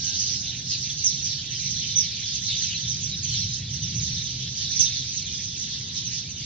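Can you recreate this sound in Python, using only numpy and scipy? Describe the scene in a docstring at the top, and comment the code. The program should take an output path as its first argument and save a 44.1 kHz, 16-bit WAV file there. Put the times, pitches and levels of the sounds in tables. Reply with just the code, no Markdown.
"""From the start, a flock of small birds chatters in dark trees at dawn: random chirps over patchy hiss, far roads
rumbling below as shaped noise, and a faint whine of two sine waves that sinks and ends by 1.6 s.
Clear calls join at 0.2 s: arched, falling whistles, blurred by leaves and walls. The traffic drone swells as
vehicles pass near 1.8, 3.3 and 4.0 s, and short unsteady hoots, also sine waves, drift by from 5.1 s.
A small stereo camera hears bass alike on both sides, and the birds' treble in opposite phase, louder on the right."""
import sys
import numpy as np
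from scipy import signal
from scipy.fft import rfft, irfft, next_fast_len
from scipy.io import wavfile
from scipy.ndimage import uniform_filter1d, map_coordinates

SR = 44100
rng = np.random.default_rng(int(sys.argv[2]) if len(sys.argv) > 2 else 0)


def inscribe(sig):
    """Save sig as 16-bit PCM at rate SR to the path in sys.argv[1].

    A 1-D sig is mono; a 2-D sig holds one channel per row.
    Samples are clipped to [-1, 1] before scaling.
    """
    pcm = np.round(np.clip(np.atleast_2d(sig).T, -1, 1) * 32767)
    wavfile.write(sys.argv[1], SR, pcm.astype(np.int16))


N = 284445  # length in samples

# How the flock's chatter swells and lulls.
# Each row: time in seconds, change of the low voices in dB, change of the high voices in dB.
CHATTER_SWELL = [(0, -2.5, 7), (.05, 2, 5), (.23, 1.5, 6), (.35, 5, 4), (.39, -6, 3), (.5, 4, -2),
                 (.64, -6, -7.5), (.71, 4, 6), (.98, -1.5, -0.5), (1.29, 3, 2.5), (1.4, -0.5, -2),
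                 (1.72, 2.5, 2.5), (2.14, 3, -5), (2.42, 2, 4.5), (2.62, 7, 5), (2.81, 2.5, -2),
                 (3.0, -2.5, 0), (3.26, 1, -1.5), (3.33, 5, 6.5), (3.58, -2, -1), (3.67, -3.5, -16),
                 (3.73, -4, 2), (3.76, -1, -4.5), (4.2, 2, 1.5), (4.37, -3, -5.5), (4.43, 2, -3),
                 (4.51, -5.5, -6.5), (4.58, 0.5, 2), (4.84, 4.5, 2.5), (5.06, 1, -2), (5.54, -3, -3),
                 (5.74, 1.5, -1), (5.9, -3, -11.5), (5.97, 0.5, 6), (6.03, -0.5, -7), (6.14, -1.5, 2),
                 (6.27, -2.5, -13), (6.35, -11, -10), (6.38, -1.5, -4), (6.44, 0.5, -4)]
# Tone colour of the far roads. Each row: frequency in Hz, relative noise level in dB per Hz.
ROAR_SPECTRUM = [(15, -69), (25, -39), (44, -6.5), (124, -0.5), (220, -6.5), (593, -27.5), (1050, -33.5),
                 (1150, -35), (1600, -39.5), (2080, -67.5), (3520, -120)]
# Tone colour of the traffic drone. 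Each row: frequency in Hz, relative noise level in dB per Hz.
DRONE_SPECTRUM = [(40, -30.5), (65, 0.5), (125, 9), (175, 1.5), (230, -11), (500, -120)]
# How alike traffic is on both sides. Each row: frequency in Hz, left-right likeness (1 is identical).
TRAFFIC_ALIKE = [(100, .994), (250, .98), (500, .9), (1000, .8)]
# Brief drops of the whine. Each row: time in seconds, half-width in seconds, level change in dB.
WHINE_LULLS = [(.25, .03, -10), (.75, .13, -12), (1.06, .03, -9)]
# The clearest calls, before the birds are mixed.
# Each row: start in seconds, top pitch in Hz, length in seconds, level in dB.
CLEAR_CALLS = [(0.194, 6600, 0.044, 14), (0.259, 5210, 0.035, 0), (0.697, 4980, 0.031, 11),
               (0.893, 3420, 0.022, 8), (0.971, 6540, 0.05, 5.5), (1.038, 6300, 0.046, 21),
               (1.07, 5100, .018, 6), (1.105, 4180, 0.035, 5), (1.24, 6220, 0.051, 8),
               (1.69, 6510, 0.039, 9.5), (1.956, 6015, 0.028, 16), (1.978, 6000, 0.032, 18.5),
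               (2.006, 5210, 0.034, 12), (2.339, 6270, .025, 7.5), (2.549, 6120, 0.06, 6.5),
               (2.49, 2750, 0.031, 9), (2.496, 3760, .035, 6.5), (2.626, 6080, 0.037, 9.5),
               (2.7, 2800, 0.049, 13), (2.742, 4140, 0.038, 8), (2.879, 6190, 0.041, 10.5),
               (2.871, 3910, 0.058, 3), (3.004, 6700, 0.047, 10.5), (3.112, 3960, 0.041, 7),
               (3.229, 6560, 0.026, 15), (3.3, 4400, .05, 5.5), (3.314, 3400, 0.07, 3.5),
               (3.348, 5670, 0.053, 6.5), (3.408, 4300, 0.034, 8.5), (3.532, 6300, 0.016, 10),
               (3.543, 5420, 0.031, 4.5), (3.818, 6050, 0.044, 7), (3.948, 6190, 0.06, 8),
               (4.008, 6670, 0.029, 13), (4.573, 6750, 0.053, 4), (4.644, 3980, 0.051, 7.5),
               (4.703, 4360, 0.03, 4), (4.704, 6280, 0.043, 8), (4.754, 5940, 0.041, 11),
               (4.791, 6360, 0.026, 24.5), (4.794, 3500, 0.024, 11), (4.802, 5820, 0.039, 15.5),
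               (4.816, 6310, 0.04, 12), (4.85, 3720, 0.035, 11.5), (4.898, 3780, 0.051, 2),
               (4.959, 6160, 0.021, 8), (5.132, 6720, 0.061, 10.5), (5.334, 3506, 0.033, 5),
               (5.568, 6340, 0.081, 5.5), (5.953, 6100, 0.024, 4), (5.961, 5400, .035, 7.5),
               (6.045, 6200, .04, 6.5), (6.108, 6570, 0.042, 7), (6.292, 6300, 0.036, 3.5)]
# Vehicles passing by, heard as a low drone that swells and sinks.
# Each row: time when nearest in seconds, speed in m/s, nearest distance in m, level there in dB.
VEHICLE_PASSES = [(1.752, 48, 4.4, -40.5), (3.297, 33.6, 18, -36), (3.999, 38, 9.6, -36)]
# Faint short tones.
# Each row: start in seconds, length in seconds, pitch in Hz, glide in Hz per second, starting level in dB.
HOOTS = [(5.11, .12, 1078, 0, -75), (5.24, .26, 2440, 0, -55.5), (5.36, .12, 1200, 0, -73),
         (5.68, .46, 1080, -15, -69.5), (5.73, .19, 2005, 0, -63), (6.0, .18, 925, 0, -77),
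         (6.02, .09, 2440, 0, -52.5), (6.1, .17, 1835, -100, -62), (6.245, .09, 2250, 5000, -50.5)]
# How the microphone pair hears the birds. Each row: frequency in Hz, left gain in dB, right gain in dB,
# left-right likeness (1 is identical, 0 unrelated, -1 opposite phase).
BIRD_MICROPHONES = [(600, -48.5, -49.5, .8), (1085, -36, -34.5, 1), (1850, -16.5, -16.5, 0.69),
                    (2500, -15.5, -15, 0.84), (2742, -11, -12, 0.65), (3670, -2.5, -0.5, 0.41),
                    (4980, -3, -2.5, -0.033), (5510, -6.5, 3.5, -0.47), (6090, -3, 5.5, -0.7),
                    (6130, -4.5, 1.5, -0.75), (6337, -9.5, 1.5, -0.73), (7076, -10.5, -12.5, -0.8),
                    (7430, -18.5, -19, -0.56), (8520, -33, -35.5, -1.015)]

# A call's whole drop in Hz per second of its length, at the reference pitch; higher voices fall faster,
# by this power of pitch.
FALL_HZ_PER_S, FALL_POWER, REFERENCE_HZ = 26000, 1.575, 6000
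ATTACK_SHARE, RELEASE_POWER = 0.14, 0.16  # a call starts fast, then thins out as it falls
CLEAR_ROUGH, CROWD_ROUGH = .95, .9  # depth of shiver and flutter
# Two kinds of voice in the crowd: lowest and highest top pitch in Hz, and the share of high voices.
LOW_VOICES, HIGH_VOICES, HIGH_SHARE = (2300, 5600), (5600, 7300), .35
WALL_S, WALL_DB = 0.05, -14  # a house front throws each clear call back once
WHINE_HZ, WHINE_END_HZ, SETTLE_S = 806, 738, .52  # first pitch, pitch it sinks towards, settling time
# Starting levels in dB and fades in dB per second, for the whine and the octave above it.
WHINE_DB, WHINE_FADE, OCTAVE_DB, OCTAVE_FADE, WHINE_STOP_S = -68.5, 4, -58, 25, 1.62
DRONE_DB, SURGE_DB = -42.5, 0.5  # the drone between passes, and how unsteady it is
HOOT_FLICKER_DB, HOOT_SHIVER = 2.5, .011  # unsteadiness in level and, as a share, in pitch
TOP_HZ = 8700  # upper limit of the camera


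def amp(db):
    """Turn a level in dB into a gain."""
    return 10 ** (np.asarray(db) / 20)


def unit(x):
    """Scale x to an rms (average strength) of 1."""
    return x / np.sqrt(np.mean(x ** 2) + 1e-20)


def along(points, hz):
    """Read the columns after the frequency at hz, on a log axis."""
    f, *cols = np.transpose(points)
    return np.array([np.interp(np.log(hz + 1), np.log(f + 1), c) for c in cols])


def curves(rows, s):
    """Read each column after the time at times s."""
    times, *cols = np.transpose(rows)
    return [np.interp(s, times, c) for c in cols]


def waver(rate):
    """Draw a smooth random curve with this many random points a second."""
    points = rng.standard_normal(int(N * rate / SR) + 4)
    return map_coordinates(points, [np.arange(N) * rate / SR])


def filtered(x, response):
    """Change the strength of each frequency in x by response(Hz)."""
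    m = next_fast_len(N + SR // 2)
    return irfft(rfft(x, m) * response(np.fft.rfftfreq(m, 1 / SR)), m)[..., :N]


def stereo(pair, gain, alike):
    """Blend two unrelated signals into left and right, as alike as alike(Hz) says."""
    turn = lambda hz: np.arccos(np.clip(alike(hz), -1, 1)) / 2
    mid, side = filtered(pair, lambda hz: [np.cos(turn(hz)), np.sin(turn(hz))])
    return filtered(np.array([mid + side, mid - side]), gain)


def chatter_db(s, hz):
    """The flock's swell: low voices under 4 kHz, high ones over 5.3 kHz, a blend between."""
    low, high = curves(CHATTER_SWELL, s)
    share = np.clip((hz - 4000) / 1300, 0, 1)
    return (1 - share) * low + share * high


def far_flock():
    """Birds too far to tell apart: patchy hiss that swells with the chatter."""
    hz, s, z = signal.stft(rng.standard_normal((2, N)), SR, nperseg=256)
    patches = uniform_filter1d(rng.standard_normal(z.shape[1:]), size=4, axis=0)
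    patches = uniform_filter1d(patches, size=8, axis=1)
    level_db = 2.72 * unit(patches) + 0.43 * chatter_db(s, hz[:, None])
    hiss = signal.istft(z * amp(level_db), SR, nperseg=256)[1]
    return unit(hiss[:, :N])


def call_end_hz(top_hz, length):
    """A longer or higher call falls further below its top pitch."""
    return top_hz - FALL_HZ_PER_S * length * (top_hz / REFERENCE_HZ) ** FALL_POWER


def chirps(start, top_hz, end_hz, length, db, perches, swell, rough):
    """Each call arches up to its top, then falls; returns one dry track per perch."""
    t = np.arange(SR // 12) / SR
    col = lambda v: v[:, None]
    u = np.minimum(t / col(length), 1)  # progress through the call, 0 to 1
    luck = rng.random((len(start), 3))
    # the top comes a quarter of the way in; the rise bends more steeply than the fall
    bend = np.where(u < .25, 2.5, 1) * ((u - .25) / .75) ** 2
    hz = col(top_hz) - col(top_hz - end_hz) * bend
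    # an unsteady voice: the pitch shivers at random about its contour
    shiver = uniform_filter1d(rng.standard_normal(hz.shape), size=40, axis=1)
    phase = 2 * np.pi * np.cumsum(hz + 75 * rough * unit(shiver), axis=1) / SR
    # the syrinx (a bird's voice organ) flutters 130 to 300 times a second, which roughens the whistle
    flutter = np.sin(2 * np.pi * (t * (130 + 170 * luck[:, :1]) + luck[:, 1:2]))
    tone = np.sin(phase + 0.74 * rough * flutter) * (1 + 0.58 * rough * flutter)
    tone += amp(-21.5) * np.sin(2 * phase)  # a faint octave above
    tone *= np.minimum(u / ATTACK_SHARE, 1) * (1 - u) ** RELEASE_POWER
    tone *= np.minimum((1 - u) / 0.088, 1)  # a soft end
    tone *= amp(col(db) + swell * chatter_db(col(start) + t, hz))
    # add every call into the track of a random perch
    perch = (luck[:, 2] * perches).astype(int)
    first_sample = perch * (N + SR) + np.round(start * SR).astype(int)
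    at = col(first_sample) + np.arange(len(t))
    tracks = np.bincount(at.ravel(), tone.ravel(), perches * (N + SR))
    return tracks.reshape(perches, -1)[:, :N]


def trees(dry, echo_db, t60):
    """Sound reaches the front and side capsules a quarter cycle apart, then scattered by leaves and walls."""
    t = np.arange(SR // 3) / SR
    # random echoes after 2 ms, falling 60 dB in t60 seconds
    tail = rng.standard_normal((2, len(dry), len(t))) * amp(-60 * t / t60) * (t > .002)
    tail *= amp(echo_db) / np.linalg.norm(tail, axis=2, keepdims=True)
    m = next_fast_len(N + SR // 2)
    turn = (-1) ** np.arange(len(dry))[:, None] * 1j  # the quarter cycle, its sign alternating by perch
    paths = rfft(tail, m) + np.array([np.ones_like(turn), turn])
    return irfft((paths * rfft(dry, m)).sum(axis=1), m)[:, :N]


def crowd_calls():
    """1400 chirps with random times and pitches follow the flock's swell and scatter in the trees."""
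    luck = rng.random((1400, 6))
    is_high = luck[:, 5] < HIGH_SHARE
    lowest, highest = np.where(is_high, np.c_[HIGH_VOICES].T, np.c_[LOW_VOICES].T)
    top = lowest + (highest - lowest) * luck[:, 1]
    length = .018 + .03 * luck[:, 3]
    end = call_end_hz(top, length * (1.1 + 1.4 * luck[:, 2]))  # these fall further than clear calls
    dry = chirps(luck[:, 0] * N / SR, top, end, length, -7 * luck[:, 4],
                 perches=4, swell=1.0, rough=CROWD_ROUGH)
    return unit(trees(dry, echo_db=4.0, t60=0.21))


def road_noise(spectrum):
    """Random noise shaped by a spectrum, nearly the same on both sides in the bass."""
    return unit(stereo(rng.standard_normal((2, N)), lambda hz: amp(along(spectrum, hz)),
                       lambda hz: along(TRAFFIC_ALIKE, hz)[0]))


def far_roads():
    """Distant roads blend into a roar whose level wavers only a little."""
    return amp(-45.5 + 0.5 * waver(1.2) + 0.86 * waver(8.2)) * road_noise(ROAR_SPECTRUM)


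def whine():
    """A receding whine and its octave sink in pitch and fade, with brief drops in level."""
    t = np.arange(N) / SR
    hz = WHINE_END_HZ + (WHINE_HZ - WHINE_END_HZ) * np.exp(-t / SETTLE_S)
    phase = 2 * np.pi * np.cumsum(hz + 3 * waver(20.4)) / SR
    ground = amp(WHINE_DB - WHINE_FADE * t) * np.sin(phase)
    octave = amp(OCTAVE_DB - OCTAVE_FADE * t) * np.sin(2 * phase)
    ending = np.clip((WHINE_STOP_S - t) / 0.17, 0, 1)
    lull_db = sum(depth_db * np.exp(-((t - s) / width) ** 2) for s, width, depth_db in WHINE_LULLS)
    return np.sqrt(2) * (ground + octave) * ending * amp(lull_db)


def clear_calls():
    """Falling whistles scatter in the trees, and a house front returns them once with the capsules swapped."""
    start, top_hz, length, db = np.transpose(CLEAR_CALLS)
    dry = chirps(start, top_hz, call_end_hz(top_hz, length), length, db,
                 perches=4, swell=0, rough=CLEAR_ROUGH)
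    near = trees(dry, echo_db=0, t60=0.15)
    delayed = np.pad(near, ((0, 0), (round(WALL_S * SR), 0)))[:, :N]
    return near + amp(WALL_DB) * delayed[::-1]


def birds():
    """The far flock, the crowd and the clear calls, as the microphones colour them."""
    mix = amp(-25.5) * far_flock() + amp(-29) * crowd_calls() + amp(-37.5) * clear_calls()
    return stereo(mix, lambda hz: amp(along(BIRD_MICROPHONES, hz)[:2]),
                  lambda hz: along(BIRD_MICROPHONES, hz)[2])


def passing_drone():
    """A low drone swells as each vehicle comes nearer, then sinks with its growing distance."""
    t = np.arange(N) / SR
    swell = sum(amp(db) * m ** 2 / (m ** 2 + (speed * (t - s)) ** 2) for s, speed, m, db in VEHICLE_PASSES)
    level = np.hypot(amp(DRONE_DB), swell) * amp(SURGE_DB * waver(1.9))
    return level * road_noise(DRONE_SPECTRUM)


def hoots():
    """Short fading sine tones, some gliding, flicker in level and shiver in pitch."""
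    t = np.arange(N) / SR
    out = np.zeros(N)
    for s, length, start_hz, glide, start_db in HOOTS:
        edge = np.clip(np.minimum((t - s) / .02, (s + length - t) / 0.082), 0, 1)
        level_db = start_db - 6 * (t - s) + HOOT_FLICKER_DB * waver(45)
        hz = (start_hz + glide * np.clip(t - s, 0, length)) * (1 + HOOT_SHIVER * waver(70))
        out += np.sqrt(2) * amp(level_db) * edge * np.sin(2 * np.pi * np.cumsum(hz) / SR)
    return out


def scene():
    """Birds over traffic, with faint tones alike on both sides that waver in the moving air."""
    tones = (whine() + hoots()) * amp(2.5 * waver(16))
    return birds() + far_roads() + passing_drone() + tones


def record(dry):
    """The camera keeps nothing above its band limit."""
    return filtered(dry, lambda hz: hz < TOP_HZ)


dry = scene()
out = record(dry)
inscribe(out)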